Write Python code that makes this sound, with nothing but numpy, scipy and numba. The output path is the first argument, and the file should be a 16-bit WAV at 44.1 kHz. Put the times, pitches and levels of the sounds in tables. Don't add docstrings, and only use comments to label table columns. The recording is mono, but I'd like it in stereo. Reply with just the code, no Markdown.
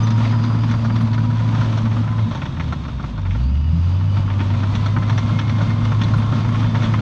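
import sys
import numpy as np
from scipy import signal
from scipy.fft import rfft, irfft, next_fast_len
from scipy.io import wavfile
from scipy.ndimage import uniform_filter1d
from numba import njit

SR = 44100
rng = np.random.default_rng(int(sys.argv[2]) if len(sys.argv) > 2 else 0)


def unload_audio(sound):
    columns = np.transpose(np.atleast_2d(sound))
    steps = np.round(np.clip(columns, -1, 1) * 32767)
    wavfile.write(sys.argv[1], SR, steps.astype(np.int16))


N = 309141

# time_s, firing_rate_hz, note_level_db
ENGINE = [(0, 111.1, -15), (1.02, 112.3, -18), (1.12, 109.5, -16), (1.35, 111.7, -16.5), (2.245, 109, -18),
          (2.285, 106.4, -27.5), (2.34, 100, -30), (2.5, 87.8, -30), (2.7, 76.2, -24.5), (2.9, 66.3, -30),
          (3.26, 45.7, -31), (3.32, 46.02, -27.5), (3.39, 58.66, -19.5), (3.45, 65.3, -15.5),
          (3.74, 82.44, -16), (4.09, 99.05, -15.5), (4.3, 98.63, -18), (4.45, 97.4, -18),
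          (5.02, 105.2, -17.5), (6.2, 107.9, -17), (7.01, 109.1, -17.5)]
# octave_pitch_hz, level_against_note_db
OCTAVE = [(90, 9), (112, -2), (132, -14), (146, -15.5), (156, -24), (165, -2), (176, -14), (186, -22),
          (200, -24), (216, -20.5), (223, -13.5)]
# multiple_of_firing_rate, level_against_note_db (peak against rms)
HALF_ORDERS = [(.5, -29), (1.5, -15)]
# pitch_hz, width_hz (each of two passes), relative_level_db
PIPE = [(225.1, 13, 0), (242.2, 9.7, 2), (288, 40, -8.5)]
# time_s, relative_roar_level_db, relative_rumble_level_db
LOAD = [(0, -31.5, -30.5), (.95, -34, -28.5), (1.31, -35, -31), (1.62, -32.5, -27.5), (2.07, -34.5, -27.5),
        (2.7, -37.5, -28), (3.35, -41, -31.5), (3.42, -41, -27.5), (3.62, -41.5, -30), (3.85, -39.5, -29),
        (4.2, -35.5, -27.5), (5.11, -33, -25.5), (7.01, -30.5, -25.5)]
# pitch_hz, relative_level_db (per Hz)
RUMBLE = [(20, -20.5), (40, -7.5), (65, -4), (100, -3), (135, 3.5), (155, 2.5), (180, -4.5), (250, -13),
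          (320, -28.5), (420, -56.5)]
# start_s, low_body_db, upper_body_db, treble_db (relative levels)
CLANKS = [(.069, -24.5, -30.5, -28), (.104, -31, -31.5, -26), (.202, -21, -35, -39),
          (0.249, -24.5, -23.5, -31), (.293, -35.5, -41, -39), (.324, -24.5, -34, -45),
          (0.337, -20, -43, -47), (0.393, -29, -45, -43), (.437, -21, -40, -32), (0.501, -20.5, -49, -49),
          (0.522, -24.5, -41.5, -43), (.547, -21.5, -43, -35.5), (.635, -20.5, -29.5, -38),
          (.691, -26, -28.5, -35), (0.712, -20, -27.5, -26.5), (.738, -18, -30, -37),
          (0.847, -16, -35, -32), (.9, -19, -26, -41), (0.956, -20, -45, -34), (1.007, -21, -38, -34),
          (1.073, -26, -41, -48), (1.131, -28.5, -27.5, -31), (1.179, -20, -33, -36),
          (1.236, -27, -48, -56), (1.302, -23, -38, -39), (1.35, -32, -42, -41.5), (1.406, -25.5, -42, -44),
          (1.523, -25.5, -37, -50), (1.547, -22.5, -42, -40), (1.583, -23, -36, -44),
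          (1.612, -18.5, -31, -31), (1.726, -22.5, -41, -54), (1.774, -20, -32.5, -30),
          (1.858, -23, -35, -47.5), (1.914, -27, -31, -41), (1.967, -22, -33.5, -50),
          (2.033, -26.5, -47, -56), (2.077, -23, -32, -46), (2.125, -25, -51, -52),
          (2.182, -21.5, -38, -43), (2.311, -20.5, -32, -33.5), (2.349, -19.5, -37, -29),
          (2.418, -21, -25, -36), (2.455, -21.5, -29, -34), (2.567, -29.5, -36, -49),
          (2.598, -19, -21.5, -31.5), (2.724, -15, -25, -29), (2.851, -26.5, -38, -45),
          (2.881, -27, -34.5, -52), (2.997, -26, -47, -55), (3.038, -21.5, -32, -48),
          (3.178, -25.5, -39, -41), (3.252, -26, -31.5, -50), (3.308, -28.5, -28, -36),
          (3.349, -26.5, -34.5, -42.5), (4.008, -31.5, -39, -52), (4.168, -20.5, -27.5, -38),
          (4.279, -22.5, -33, -47), (4.301, -23, -28, -40), (4.393, -24.5, -30, -45),
          (4.404, -17, -25.5, -46), (4.501, -27.5, -27.5, -47), (4.539, -22, -29, -45),
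          (4.633, -17, -27, -34), (4.739, -26, -34, -49), (4.752, -21.5, -24, -23.5),
          (4.86, -16.5, -29.5, -22.5), (4.964, -16, -24.5, -37), (5.022, -22.5, -40, -58),
          (5.096, -17, -23, -25), (5.178, -20.5, -21, -22.5), (5.274, -27.5, -49, -52),
          (5.293, -21.5, -43, -50.5), (5.389, -23, -22.5, -25), (5.477, -27.5, -39, -51),
          (5.495, -22, -22, -28), (5.583, -21, -35, -41), (5.606, -14, -36, -36), (5.615, -29, -32, -33),
          (5.703, -19, -31, -34), (5.812, -24.5, -45, -48), (5.918, -18, -26, -34),
          (6.015, -21.5, -23, -24), (6.035, -22.5, -48, -23.5), (6.137, -17.5, -39.5, -33),
          (6.219, -19.5, -31.5, -34), (6.325, -21.5, -37, -38), (6.354, -29.5, -44, -39),
          (6.445, -20, -31, -38), (6.545, -23, -24.5, -42), (6.627, -24, -37, -46),
          (6.643, -21.5, -25.5, -43), (6.747, -18.5, -21.5, -35.5), (6.822, -21.5, -31, -33),
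          (6.841, -26, -24, -30), (6.938, -16, -20, -31), (6.981, -31, -41, -46)]
# pitch_hz, width_hz, relative_level_db
PLATE_GROUPS = [
    [(188, 84, 0.5), (320, 110, -5), (588, 154, -6), (911, 41, 2.5), (1035, 93, 0.5), (1370, 283, -1.5)],
    [(1845, 175, 1), (2120, 170, 4), (2640, 1100, -4.5)],
    [(3505, 330, 11.5), (4290, 300, 8.5), (5560, 520, 5), (6700, 3700, -3.5)],
]
# pitch_hz, relative_level_db (per Hz)
ROAR = [(30, -11), (250, 6.5), (330, -1), (420, -8), (490, -4.5), (580, -1.5), (750, -5), (980, 0),
        (1350, -5), (1600, -10.5), (2200, -16), (3000, -19.5), (4000, -28.5)]
# pitch_hz, relative_level_db (per Hz)
HISS = [(1500, -22), (2300, -0.5), (3500, -1), (4500, -6), (5500, -10), (6500, -13), (8000, -13.5),
        (14000, -9.5)]
# time_s, low_pitch_hz, low_level_db, high_pitch_hz, high_level_db
WHISTLE = [(0, 3600, -45, 4850, -43), (.27, 3590, -53, 4830, -46.5), (.35, 3600, -53.5, 4840, -42.5),
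           (1.2, 3660, -81, 4690, -51.5), (2.3, 3740, -47, 4500, -67), (3.3, 3590, -50.5, 4600, -68),
           (3.4, 2835, -48, 4610, -55), (3.46, 2810, -48, 4710, -48.5), (3.62, 2910, -44.5, 4740, -52.5),
           (3.8, 2830, -49, 4800, -51), (3.95, 2990, -46, 4800, -51), (4.2, 2926, -47.5, 4780, -52),
           (4.6, 3632, -48.5, 4470, -54.5), (7.01, 3536, -44, 4820, -51)]
# time_s, pitch_hz, peak_level_db, octave_peak_level_db
WHINE = [(0, 940, -30, -50), (.3, 976.3, -34, -54), (.55, 1008, -32.5, -53), (.8, 992, -49, -52.5),
         (1.1, 975, -34.5, -56), (1.3, 978.2, -32, -56), (1.65, 1001, -33.5, -52), (1.9, 988, -43, -56),
         (2.15, 1012, -31, -50), (2.35, 1000, -53, -65), (4.15, 875, -46, -66), (4.5, 930, -38.5, -52),
         (4.75, 995, -35, -46), (5.05, 1041, -34, -41), (5.35, 1070, -35.5, -42.5),
         (5.75, 1055, -35.5, -40.5), (6.25, 1074, -33.5, -47), (6.7, 1092, -35.5, -44.5),
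         (7.01, 1084, -42, -44)]
# multiple_of_whine_pitch, level_against_whine_db
SECOND_GEAR = (1.275, -9.5)
# centre_s, pitch_hz, length_s, peak_level_db
SQUEAKS = [(0.044, 6090, 0.02, -27.5), (1.026, 9900, 0.038, -22), (6.189, 9014, 0.033, -22)]
# pitch_hz, direct_level_db, direct_phase_rad, diffuse_level_db
RIGHT_SIDE = [(20, 0, 0, -20), (86, -.3, -.06, -20), (172, -1.1, -.1, -30), (260, -2.1, -.18, -25),
              (345, -3.7, -.26, -20), (430, -7, -.23, -18), (520, -10.7, -.14, -20), (700, -24, .2, -24),
              (820, -18, 2, -24), (1100, -25, 1, -23), (1550, -32, 1.5, -22), (1750, -18, 1.6, -19),
              (2250, -32, 1, -21), (2700, -12, 2.3, -17), (3200, -14, 1.6, -19), (3500, -32, 0, -24),
              (4200, -9, -1.8, -14), (5500, -14, -2.4, -16), (6800, -6, -1.5, -8), (8000, -7, -3.1, -5),
              (14000, -4, -3.1, 0)]
# pitch_hz, gain_db
MIC = [(20, -0.5), (6300, 1), (7100, -8.5), (7900, -7), (8500, -15), (10500, -27), (12500, -29.5),
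       (14000, -44.5)]

FULL_HZ, FULL_NOTE_DB, FULL_ROAR_DB = 110, -15.5, -32
BOOM_DB, BOOM_DB_PER_HZ, BOOM_LOW_DB = -25.5, 0.65, -35.5
RAGGED_SHARE = 0.3
THROTTLE_SHARE = 0.092
PIPE_DRIFT = 0.017
LINK_S, BOUNCE_S = 0.015, 0.012
STRIKE_DB, FIRST_DB = 20.5, -2
TREBLE_STRIKE_DB = -4
PICK_DB = 2.0
TICK_RATE_HZ, TICK_DB, TICK_STRIKE_DB = 105.0, 7.5, 15.0
HISS_DB, HISS_SHARE = -40, 0.77
WAVER, PATCHY_DB = 0.005, 3
TOP_HZ, EDGE_S = 14000, 0.004


def undb(db):
    return 10 ** (np.asarray(db) / 20)


def level(x, db):
    return x * undb(db) / np.sqrt(np.mean(x ** 2))


def curves(table):
    time_s, *columns = np.transpose(table)
    return [np.interp(np.arange(N) / SR, time_s, column) for column in columns]


def colour(x, hz, db, rad=None):
    size = next_fast_len(N + 4096)
    at = np.log(np.fft.rfftfreq(size, 1 / SR) + 1)
    gain = undb(np.interp(at, np.log(hz), db))
    if rad is not None:
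        gain = gain * np.exp(1j * np.interp(at, np.log(hz), rad))
    return irfft(rfft(x, size) * gain, size)[..., :N]


@njit
def resonator(x, hz, width):
    y, band, low = np.empty(len(x)), 0., 0.
    for i in range(len(x)):
        g, damping = np.tan(np.pi * hz[i] / SR), width / hz[i]
        v = (band + g * (x[i] - low)) / (1 + g * (g + damping))
        band, low, y[i] = 2 * v - band, low + 2 * g * v, damping * v
    return y


def ring(x, modes, drift=0):
    rows = []
    for row in x:
        total = 0
        for k, (hz, width, db) in enumerate(modes):
            centre = np.full(N, 1. * hz) * (1 + drift)
            total = total + (-1) ** k * undb(db) * resonator(row, centre, 1. * width)
        rows.append(total)
    return np.array(rows)


def walk(rate):
    hold = int(SR / rate)
    steps = np.repeat(rng.standard_normal(N // hold + 1), hold)
    return 0.827 * uniform_filter1d(uniform_filter1d(steps, hold), hold)[:N]


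def noise():
    return rng.standard_normal((2, N))


def exhaust_note(turn, note_db, octave_db):
    ragged_db = 0.2 + RAGGED_SHARE * np.maximum(FULL_NOTE_DB - note_db, 0)
    note_gain = np.sqrt(2) * undb(note_db + ragged_db * walk(18))
    note = note_gain * np.cos(2 * np.pi * turn + 0.055 * walk(30))
    octave_gain = np.sqrt(2) * undb(octave_db + 2 * walk(7.0))
    octave = octave_gain * np.cos(4 * np.pi * turn + 0.5 * walk(3.3))
    halves = 0
    for multiple, db in HALF_ORDERS:
        phase = 2 * np.pi * multiple * turn + 0.8 * walk(6.8)
        halves = halves + undb(note_db + db + 2.1 * walk(5.4)) * np.cos(phase)
    return note + octave + halves


def pipe_boom(turn, boom_db):
    count = turn.astype(int)
    pulses = np.diff(count, prepend=0) * rng.standard_normal(N // 200)[count]
    drift = PIPE_DRIFT * walk(5)
    boom = ring(ring([pulses], PIPE, drift), PIPE, drift)[0]
    return level(boom, -2.46) * undb(boom_db)


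def frame_rumble(rumble_db):
    rumble = colour(rng.standard_normal(N), *np.transpose(RUMBLE))
    return level(rumble, 3.64) * undb(rumble_db + 1.4 * walk(11))


def track_hits(roar_db):
    t = np.arange(int(0.08 * SR)) / SR
    rise = 1 - np.exp(-t / 0.00046)
    group = np.repeat(np.arange(len(PLATE_GROUPS)), [len(modes) for modes in PLATE_GROUPS])
    rattle, strike = np.zeros((len(group), N + len(t))), np.zeros((len(group), N))
    blunt = undb(TREBLE_STRIKE_DB * (group == len(PLATE_GROUPS) - 1))
    blow = rise * (0.35 * np.exp(-(t / LINK_S) ** 2) + 0.15 * np.exp(-t / 0.018))
    for start_s, *body_db in CLANKS:
        i = int(start_s * SR)
        gain = undb(np.array(body_db)[group] + PICK_DB * rng.standard_normal(len(group)))
        rattle[:, i:i + len(t)] += gain[:, None] * blow
        strike[:, i] += gain * undb(STRIKE_DB + FIRST_DB) * blunt
        bounces = rng.random((3, 2))
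        for k, (late, size) in enumerate(bounces):
            at = i + int((k + 0.5 + late) / len(bounces) * BOUNCE_S * SR)
            bounce_db = STRIKE_DB - 2.5 * k - 3.7 * size - 2.5
            strike[:, min(at, N - 1)] += gain * undb(bounce_db) * blunt
    tick = rise * np.exp(-t / 0.0053)
    for when, size, *tone in rng.random((int(TICK_RATE_HZ * N / SR), 2 + len(group))):
        i = int(when * N)
        tone_db = -9.1 * np.array(tone) - np.array([0, 5.0, 9.0])[group]
        gain = undb(roar_db[i] + TICK_DB - 15.6 * size + tone_db)
        rattle[:, i:i + len(t)] += gain[:, None] * tick
        strike[:, i] += gain * undb(TICK_STRIKE_DB)
    return rattle[:, :N], strike


def tracks(roar_db):
    rattle, strike = track_hits(roar_db)
    grit, out, k = noise(), 0, 0
    for modes in PLATE_GROUPS:
        unit, body = np.std(ring(grit, modes)), 0
        for mode in modes:
            hits = grit * rattle[k] + strike[k] * np.array([[1], [-1]])
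            body = body + (-1) ** k * ring(hits, [mode]) / unit
            k += 1
        low_pass = signal.butter(2, 1.225 * modes[-1][0], fs=SR, output="sos")
        out = out + signal.sosfilt(low_pass, body)
    return out


def roar(turn, roar_db, hiss_db):
    puff = 1 + 0.039 * np.cos(2 * np.pi * turn)
    shake = walk(17)
    low = level(colour(noise() * puff, *np.transpose(ROAR)), 5.09) * undb(roar_db + 1.4 * shake)
    high = level(colour(noise() * puff, *np.transpose(HISS)), 2.78) * undb(hiss_db + 2.8 * shake)
    return low + high


def whistle():
    low_hz, low_db, high_hz, high_db = curves(WHISTLE)
    high_hz = high_hz * (1 + 0.014 * walk(16))
    rows = []
    for air in noise():
        low = resonator(resonator(air, low_hz, 110.), low_hz, 110.)
        under = resonator(resonator(air, 0.9 * low_hz, 90.), 0.9 * low_hz, 90.)
        high = resonator(resonator(air, high_hz, 330.), high_hz, 330.)
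        low = level(low + 0.72 * under, 0) * undb(low_db)
        rows.append(low + level(high, 0) * undb(high_db + 2.8 * walk(25)))
    return np.array(rows)


def whine():
    hz, db, octave_db = curves(WHINE)
    waver = WAVER * walk(10) + 3 * WAVER * walk(90)
    mesh = 2 * np.pi * np.cumsum(hz * (1 + waver)) / SR
    tone = undb(db + PATCHY_DB * walk(30)) * np.sin(mesh)
    octave = undb(octave_db + 2 * PATCHY_DB * walk(25)) * np.sin(2 * mesh)
    multiple, second_db = SECOND_GEAR
    second = undb(db + second_db + 2 * PATCHY_DB * walk(4)) * np.sin(multiple * mesh)
    return tone + octave + second


def squeaks():
    t, out = np.arange(N) / SR, 0
    for centre_s, hz, length_s, db in SQUEAKS:
        swell = undb(db + 4.2 * walk(150)) * np.exp(-((t - centre_s) / length_s * 2) ** 2)
        out = out + swell * np.sin(2 * np.pi * hz * t + walk(110))
    return out


def scene():
    hz, note_db = curves(ENGINE)
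    roar_db, rumble_db = curves(LOAD)
    turn = np.cumsum(hz) / SR
    octave_db = note_db + np.interp(2 * hz, *np.transpose(OCTAVE))
    boom_db = np.maximum(BOOM_DB + BOOM_DB_PER_HZ * (hz - FULL_HZ), BOOM_LOW_DB) + 0.65 * walk(8.6)
    rumble_db = rumble_db + THROTTLE_SHARE * (note_db - FULL_NOTE_DB)
    hiss_db = HISS_DB + HISS_SHARE * (roar_db - FULL_ROAR_DB)
    engine = exhaust_note(turn, note_db, octave_db) + pipe_boom(turn, boom_db) + frame_rumble(rumble_db)
    direct, diffuse = tracks(roar_db) + roar(turn, roar_db, hiss_db) + whistle()
    left = engine + direct + whine() + squeaks()
    at_hz, direct_db, rad, diffuse_db = np.transpose(RIGHT_SIDE)
    right = colour(left, at_hz, direct_db, rad) + colour(diffuse, at_hz, diffuse_db)
    return np.array([left, right])


def record(dry):
    top = signal.ellip(8, 0.2, 70, TOP_HZ, fs=SR, output="sos")
    nearest_end = np.minimum(np.arange(N), np.arange(N)[::-1])
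    edge = np.minimum(nearest_end / (EDGE_S * SR), 1)
    faded = dry * np.sin(edge * np.pi / 2) ** 2
    return signal.sosfilt(top, colour(faded, *np.transpose(MIC)))


dry = scene()
out = record(dry)
unload_audio(out)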